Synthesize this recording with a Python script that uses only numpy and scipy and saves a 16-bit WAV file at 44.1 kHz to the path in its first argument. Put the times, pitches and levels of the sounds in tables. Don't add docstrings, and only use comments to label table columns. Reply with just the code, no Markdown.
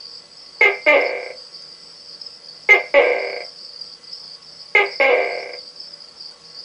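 import sys
import numpy as np
from scipy import signal
from scipy.fft import rfft, irfft, next_fast_len
from scipy.io import wavfile
from scipy.ndimage import uniform_filter1d

SR = 44100
rng = np.random.default_rng(int(sys.argv[2]) if len(sys.argv) > 2 else 0)


def wav_record(signal):
    frames = np.transpose(np.atleast_2d(signal))
    bounded = np.clip(frames, -1, 1)
    quanta = np.round(bounded * 32767).astype(np.int16)
    wavfile.write(sys.argv[1], SR, quanta)


def to_linear_factor(level_db):
    exponent = np.asarray(level_db, float) / 20
    return 10 ** exponent


N = 292824

# (start [s], pitch [Hz], effort [dB], stretch of the sag [ratio])
BARKS = [
    (.608, 424.3, -11.5, 0.99),
    (2.688, 415, -12, 0.93),
    (4.748, 414.7, -12, 1.3),
]
# (time after start [s], share of pitch [ratio], roughness [0-1])
BARK_PITCH = [(0, 1.07, .12), (.012, 1, .12), (.035, 1, .13), (.052, .96, .3), (.075, .87, .4),
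              (.105, .7, .5), (.14, .5, .15), (.22, .5, .06)]
# (time after start [s], effort [dB], mouth brightness [dB])
BARK_EFFORT = [(0, 0, 5), (.025, -10, 12), (.045, -2, -2.5), (.085, -17, 2), (.14, -36.5, 14.5),
               (.2, -42, 12), (.22, -77, 8.5)]
# (start [s], pitch [Hz], voice break [s], last pulse [s], effort [dB])
NOTES = [
    (.863, 296, 0.95, 1.3025, -12),
    (2.938, 281.9, 2.99, 3.4045, -11),
    (4.998, 270.1, 5.11, 5.5345, -13.5),
]
# (share of the creak [0-1], time added between pulses [ms])
CREAK = [(0, 0), (.09, 4.5), (.55, 17), (.85, 29), (1, 42)]
# (stage [0 start, 1 break, 2 last pulse], effort [dB], mouth brightness [dB])
NOTE_EFFORT = [(0, 0.5, -2.5), (.22, -4, 4.5), (.8, -1.5, -6.5), (1.05, -5, -2), (1.3, -12.5, -1.5),
               (2, -25.5, 0)]
# (frequency [Hz], width [Hz], level [dB])
THROAT = [(563.8, 256, 9), (850, 53, -13.5)]
# (frequency [Hz], width [Hz], level [dB])
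MOUTH = [(1577, 240, -4), (2241, 450, 3.5), (2500, 130, -14), (3840, 1500, -15.5), (7104, 410, -24.5)]
# (frequency [Hz], width [Hz], level [dB])
WIDE_JAW = [(361.6, 200, -6.5), (986, 630, -5.5), (1240, 390, -14), (2737, 560, -3), (3074, 680, -10)]
TANK_HZ = [297, 398, 495, 516, 565, 608, 700, 824, 865, 1082, 1180, 1608, 2030, 2094, 2160, 2212, 2339,
           2540, 2654, 2950]
# (level [dB], t60 [s])
TANK_MODES = [(-9.5, 0.39), (1.5, 0.19), (0.5, 0.33), (-5, 0.34), (2, 0.08), (-4, 0.26), (-5.5, 0.28),
              (0, 0.042), (-6, 0.12), (2.5, 0.03), (-7.5, 0.18), (0.5, 0.14), (-1.5, 0.22), (4.5, 0.22),
              (8, 0.063), (5, 0.092), (7, 0.079), (-2.5, 0.098), (-8.5, 0.023), (-1, 0.073)]
# (delay [s], level [dB])
ECHOES = [(.009, -13), (0.0146, -7.5), (0.0198, -12), (.0273, -12.5), (.0331, -10.5)]
# (frequency [Hz], t60 [s])
ROOM_DECAY = [(250, 0.078), (600, 0.28), (2000, 0.2), (4000, 0.033), (8000, 0.054)]
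# (time [s], peak level [dB], frequency [Hz])
CHIRPS = [(0.5477, -16.5, 4550), (1.0121, -10.5, 5080), (1.056, -11.5, 5080), (1.5544, -13, 4580),
          (2.2154, -6, 5070), (2.2643, -5.5, 5080), (2.8045, -22.5, 4960), (3.4496, -10.5, 5256),
          (3.7628, -12, 4730), (3.8127, -5.5, 4740), (4.0422, -15, 4980), (4.1315, -6, 5070),
          (4.8628, -20, 4950), (4.9167, -11.5, 4770), (4.9581, -7.5, 5000), (5.5867, -10, 4750),
          (5.7608, -16.5, 5030), (5.8012, -6, 5110), (5.9364, -11, 4900), (6.2073, -9.5, 4770),
          (6.2567, -9.5, 4720)]
# (start [s], length [s], level [dB])
LOW_PHRASES = [(0.009, 0.063, -38), (0.108, 0.072, -40), (0.574, 0.031, -41), (0.838, 0.05, -41.5),
               (1.06, 0.042, -39), (1.374, 0.031, -38.5), (1.436, 0.025, -42.5), (1.515, 0.22, -42.5),
               (2.072, 0.076, -41), (2.208, 0.021, -44), (2.44, 0.1, -40.5), (3.184, 0.017, -40),
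               (3.242, 0.24, -39), (3.591, 0.097, -40), (3.718, 0.21, -40), (4.042, 0.15, -41.5),
               (4.241, 0.12, -39), (4.568, 0.095, -43), (4.866, 0.16, -39), (5.239, 0.027, -40.5),
               (5.312, 0.078, -40), (5.532, 0.094, -39), (5.662, 0.028, -41), (5.805, 0.076, -42),
               (6.004, 0.064, -42.5), (6.201, 0.091, -40.5), (6.535, 0.116, -38)]
# (start [s], length [s], level [dB])
HIGH_PHRASES = [(.08, .1, -47), (.37, 0.082, -44.5), (.72, 0.13, -51), (1.012, 0.064, -45.5),
                (1.2, 0.17, -51), (1.53, 0.1, -46.5), (1.8, 0.36, -47.5), (2.215, .16, -45),
                (2.56, 0.38, -50.5), (3.05, 0.18, -54), (3.45, 0.23, -46), (3.85, 0.08, -47),
                (4.13, 0.11, -40), (4.43, 0.2, -46.5), (4.92, 0.097, -40), (5.35, 0.086, -45),
                (5.5, .2, -51.5), (5.8, 0.096, -42), (6.17, 0.095, -46), (6.45, .18, -49.5)]
# (time [s], depth [dB])
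LULLS = [(.29, -7.5), (1.15, -6.5), (2.4, -4), (4.01, -9), (4.39, -7), (4.79, -3), (6.15, -5), (6.39, -8)]
# (frequency [Hz], rms level [dB])
HUM = [(60, -79.5), (161.5, -69.5), (350, -73.5), (468.3, -68), (492, -65.5), (576, -66), (1109, -68.5),
       (1346, -71.5), (2019, -69.5), (3230, -73), (7860, -68), (7892, -80)]
# (time [s], level [dB], frequency [Hz], t60 [s])
TAPS = [
    (1.62, -46, 6270, 0.05),
    (6.311, -44, 984, 0.039),
    (6.32, -47.5, 1450, 0.049),
]
# (frequency [Hz], density [dB per Hz])
HISS = [(20, -32.5), (60, -25), (109, -23), (163, -13.5), (404, -17), (484, -12), (680, -16.5),
        (1120, -17.5), (2150, -21.5), (3880, -21.5), (5600, -18.5), (7240, -27), (8500, -27.5),
        (10000, -27.5)]
# (frequency [Hz], likeness [0-1])
LIKENESS = [(60, .965), (150, .97), (400, .99), (2000, .99), (5000, .98), (8000, .88)]
# (frequency [Hz], left minus right [dB])
LEAN = [(60, -.2), (600, -.25), (1100, -1.1), (2200, -1.3), (4800, -.5), (8000, -.2)]
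# (frequency [Hz], threshold against the loudest line [dB])
GATE = [(5600, -75), (6500, -62), (8000, -50), (10000, -51), (14300, -54)]

SCOOP, SCOOP_S = .06, .012
SLIP, SLIP_S = .12, .02
ONSET_ROUGH, HELD_ROUGH, BREAK_ROUGH, CREAK_ROUGH = .17, .1, .25, .12
LOW_BED_DB, HIGH_BED_DB = -45, -55
SWELL_S, FADE_S, LULL_S = 0.017, 0.039, 0.033
HISS_DB, PATCH_DB = -51.5, 1.3
EDGE_HZ, CARRIER_HZ = 10050, 12100
FAINTEST_DB = -86


def evened(x):
    return x / np.sqrt(np.mean(x ** 2) + 1e-20)


def read(points, hz):
    f, value = np.transpose(points)
    return np.interp(np.log(hz + 1), np.log(f + 1), value)


def along(rows, t):
    s, *columns = np.transpose(rows)
    return [np.interp(t, s, c) for c in columns]


def add(mix, s, sound):
    part = mix[round(s * SR):][:len(sound)]
    part += sound[:len(part)]


def resonate(x, hz, width):
    return signal.lfilter(*signal.iirpeak(hz, hz / width, SR), x)


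def formants(x, table, alternate=False):
    out = 0
    for k, (hz, width, db) in enumerate(table):
        sign = (-1) ** k if alternate else 1
        out = out + sign * to_linear_factor(db) * resonate(resonate(x, hz, width), hz, width)
    return out


def ring(hz, db, t60):
    t = np.arange(SR // 2) / SR
    return to_linear_factor(db - 60 * t / t60) * np.sin(2 * np.pi * hz * t)


def tail(decays, onset=.004):
    hz, t, z = signal.stft(rng.standard_normal(SR // 2), SR, nperseg=128)
    fading = z * to_linear_factor(-60 * t / read(decays, hz)[:, None])
    out = signal.istft(fading, SR, nperseg=128)[1][:SR // 2]
    out = out * (np.arange(SR // 2) > onset * SR)
    return out / np.linalg.norm(out)


def bark(start, pitch_hz, effort_db, stretch):
    t = np.arange(0, BARK_PITCH[-1][0], 1 / SR)
    share, rough = along(BARK_PITCH, t / stretch)
    shape_db, bright_db = along(BARK_EFFORT, t)
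    return start + t, 1000 / (pitch_hz * share), rough, effort_db + shape_db, bright_db


def note(start, pitch_hz, breaks, last, effort_db):
    t = np.arange(start, last, 1 / SR)
    stage = np.interp(t, [start, breaks, last], np.arange(3))
    scoop = SCOOP * np.exp(-(t - start) / SCOOP_S)
    slip = SLIP * np.clip(1 + (t - breaks) / SLIP_S, 0, 1)
    gap_ms = 1000 / (pitch_hz * (1 + scoop - slip)) + along(CREAK, stage - 1)[0]
    rough = np.interp(stage, [0, .3, .7, 1, 1.12, 1.35],
                      [ONSET_ROUGH, HELD_ROUGH, HELD_ROUGH, BREAK_ROUGH, BREAK_ROUGH, CREAK_ROUGH])
    shape_db, bright_db = along(NOTE_EFFORT, stage)
    return t, gap_ms, rough, effort_db + shape_db, bright_db


def folds(t, gap_ms, rough, effort_db, bright_db, puff_db=-14, attack=0.0011, closing=0.82):
    shake, air = rng.standard_normal((2, SR))[:, :len(t)]
    rate = 1000 / gap_ms * (1 + .2 * rough * evened(uniform_filter1d(shake, size=150)))
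    left = np.cumsum(rate[::-1])[::-1] / SR
    at = np.flatnonzero(np.diff(np.floor(left), append=-1))
    part = np.clip(left[at] % 1 * SR / rate[at], 0, 1)
    size = (1 + rough[at] * air[at]) * np.sqrt(gap_ms[at])
    pulses = np.zeros(len(t) + 1)
    pulses[at] += size * (1 - part)
    pulses[at + 1] += size * part
    pulses[:-1] += to_linear_factor(puff_db) * rough * air * (left % 1) ** 2
    rise = np.minimum((t - t[0]) / attack + 0.033, 1)
    drive = np.append(to_linear_factor(effort_db) * rise, to_linear_factor(effort_db[-1])) * pulses
    bright = drive * to_linear_factor(np.append(bright_db, bright_db[-1]))
    jaw = np.append(gap_ms, gap_ms[-1]) ** -closing
    return t[0], drive, bright, 3 * jaw * drive


def tank():
    modes = sum(ring(hz, *mode) for hz, mode in zip(TANK_HZ, TANK_MODES))
    space = to_linear_factor(-1.5) * modes / np.linalg.norm(modes) + to_linear_factor(-4) * tail(ROOM_DECAY)
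    space[0] = to_linear_factor(-4)
    for delay, db in ECHOES:
        space[round(delay * SR)] += to_linear_factor(db)
    return space


def gecko():
    low, high, wide = np.zeros((3, N))
    for controls in [bark(*row) for row in BARKS] + [note(*row) for row in NOTES]:
        s, deep, bright, gape = folds(*controls)
        add(low, s, deep)
        add(high, s, bright)
        add(wide, s, gape)
    voice = formants(low, THROAT) - formants(high, MOUTH, alternate=True) - formants(wide, WIDE_JAW)
    voice = signal.sosfilt(signal.butter(4, 255, "highpass", fs=SR, output="sos"), voice)
    return to_linear_factor(17.5) * signal.oaconvolve(voice, tank())[:N]


def wing(hz, length=0.014, sag=0.074):
    u = np.arange(round(length * SR)) / (length * SR)
    shape = np.sin(np.pi * u ** .7) ** 2
    return shape * np.sin(2 * np.pi * np.cumsum(hz * (1 + sag * (.5 - u))) / SR)


def choir(low_hz, high_hz, strokes_per_s=45, spread_db=0.0, edge_db=-8):
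    out = np.zeros(N)
    for hz, off in zip(np.linspace(low_hz, high_hz, num=7), np.linspace(-1, 1, num=7)):
        strokes = rng.random(N) < strokes_per_s / SR
        train = to_linear_factor(spread_db * np.minimum(rng.exponential(1, N), 4)) * strokes
        out += to_linear_factor(edge_db * off ** 2) * signal.oaconvolve(train, wing(hz))[:N]
    out = out + to_linear_factor(-7) * signal.oaconvolve(out, tail([(4000, 0.34), (6000, 0.3)]))[:N]
    return out / np.sqrt(uniform_filter1d(out ** 2, size=6000) + 1e-12)


def phrases(rows, bed_db):
    t, power = np.arange(N) / SR, np.full(N, to_linear_factor(2 * bed_db))
    for start, length, db in rows:
        end = start + length
        shape = np.interp(t, [start - SWELL_S, start, end, end + FADE_S], [0, 1, 1, 0])
        power = power + (to_linear_factor(db) * shape) ** 2
    return np.sqrt(power)


def crickets():
    out = phrases(LOW_PHRASES, LOW_BED_DB) * choir(4360, 5080)
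    out = out + phrases(HIGH_PHRASES, HIGH_BED_DB) * choir(4950, 5470)
    t = np.arange(N) / SR
    out = out * to_linear_factor(sum(db * np.exp(-((t - s) / LULL_S) ** 2) for s, db in LULLS))
    for s, db, hz in CHIRPS:
        add(out, s - .004, to_linear_factor(db - 19.5) * wing(hz, length=0.019))
    return out


def machines(waver=0.47):
    t, out = np.arange(N) / SR, np.zeros(N)
    for hz, db in HUM:
        drift = evened(uniform_filter1d(rng.standard_normal(N), size=4000))
        out += to_linear_factor(db + 4) * (1 + waver * drift) * np.sin(2 * np.pi * hz * t + waver * drift)
    for s, db, hz, t60 in TAPS:
        add(out, s, ring(hz, db, t60) * (1 + 1.2 * rng.standard_normal(SR // 2)))
    return out


def room():
    frames, hz = N // 256 + 5, np.fft.rfftfreq(1024, 1 / SR)
    a, b, c, d, patches = rng.standard_normal((frames, 513, 5)).T
    patches = uniform_filter1d(patches, size=10, axis=0)
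    patches = evened(uniform_filter1d(patches, size=12, axis=1))
    same = np.clip(read(LIKENESS, hz), -1, 1)[:, None]
    left = a + 1j * b
    right = same * left + np.sqrt(1 - same ** 2) * (c + 1j * d)
    z = np.array([left, right]) * to_linear_factor(read(HISS, hz)[:, None] + PATCH_DB * patches)
    return to_linear_factor(HISS_DB) * evened(signal.istft(z, nperseg=1024, noverlap=768)[1][:, :N])


def scene():
    song = crickets()
    near = gecko() + song + machines()
    size = next_fast_len(N)
    lean_db = read(LEAN, np.fft.rfftfreq(size, 1 / SR)) / 2
    ports = irfft(rfft(near, size) * to_linear_factor([lean_db, -lean_db]), size)[:, :N]
    echo = to_linear_factor(-30.5) * np.outer([1, -1], np.roll(song, shift=300))
    return ports + room() + echo


def gated(x):
    hz, _, z = signal.stft(x, SR, nperseg=2048)
    size = abs(z.mean(0))
    threshold = size.max(0) * to_linear_factor(read(GATE, hz))[:, None]
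    keep = (size > threshold) | (hz[:, None] < GATE[0][0])
    keep = keep & ((size > to_linear_factor(FAINTEST_DB)) | (hz[:, None] < CARRIER_HZ))
    return signal.istft(z * keep, SR, nperseg=2048)[1][:, :N]


def top_cut(x):
    return signal.sosfilt(signal.butter(12, 15070, fs=SR, output="sos"), x)


def record(dry):
    power_db = 10 * np.log10(abs(uniform_filter1d((dry ** 2).mean(0), size=400)) + 1e-12)
    fall = np.arange(N) * 60. / SR
    over_db = np.maximum(np.maximum.accumulate(power_db + fall) - fall + 18.5, 0)
    x = dry / to_linear_factor(0.035 * uniform_filter1d(over_db, size=200))
    x = 1.354 * np.tanh(x / 1.229) + to_linear_factor(-26.5) * x ** 2
    images = to_linear_factor(-37.5) * x * np.cos(2 * np.pi * CARRIER_HZ * np.arange(N) / SR)
    band = signal.butter(6, [14120, 14520], "bandpass", fs=SR, output="sos")
    upper = signal.sosfilt(band, images)
    lowpass = signal.firwin(511, EDGE_HZ, window=("kaiser", 10), fs=SR)
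    x = signal.oaconvolve(x + images, lowpass[None], "same")
    return top_cut(gated(x + upper))


dry = scene()
out = record(dry)
wav_record(out)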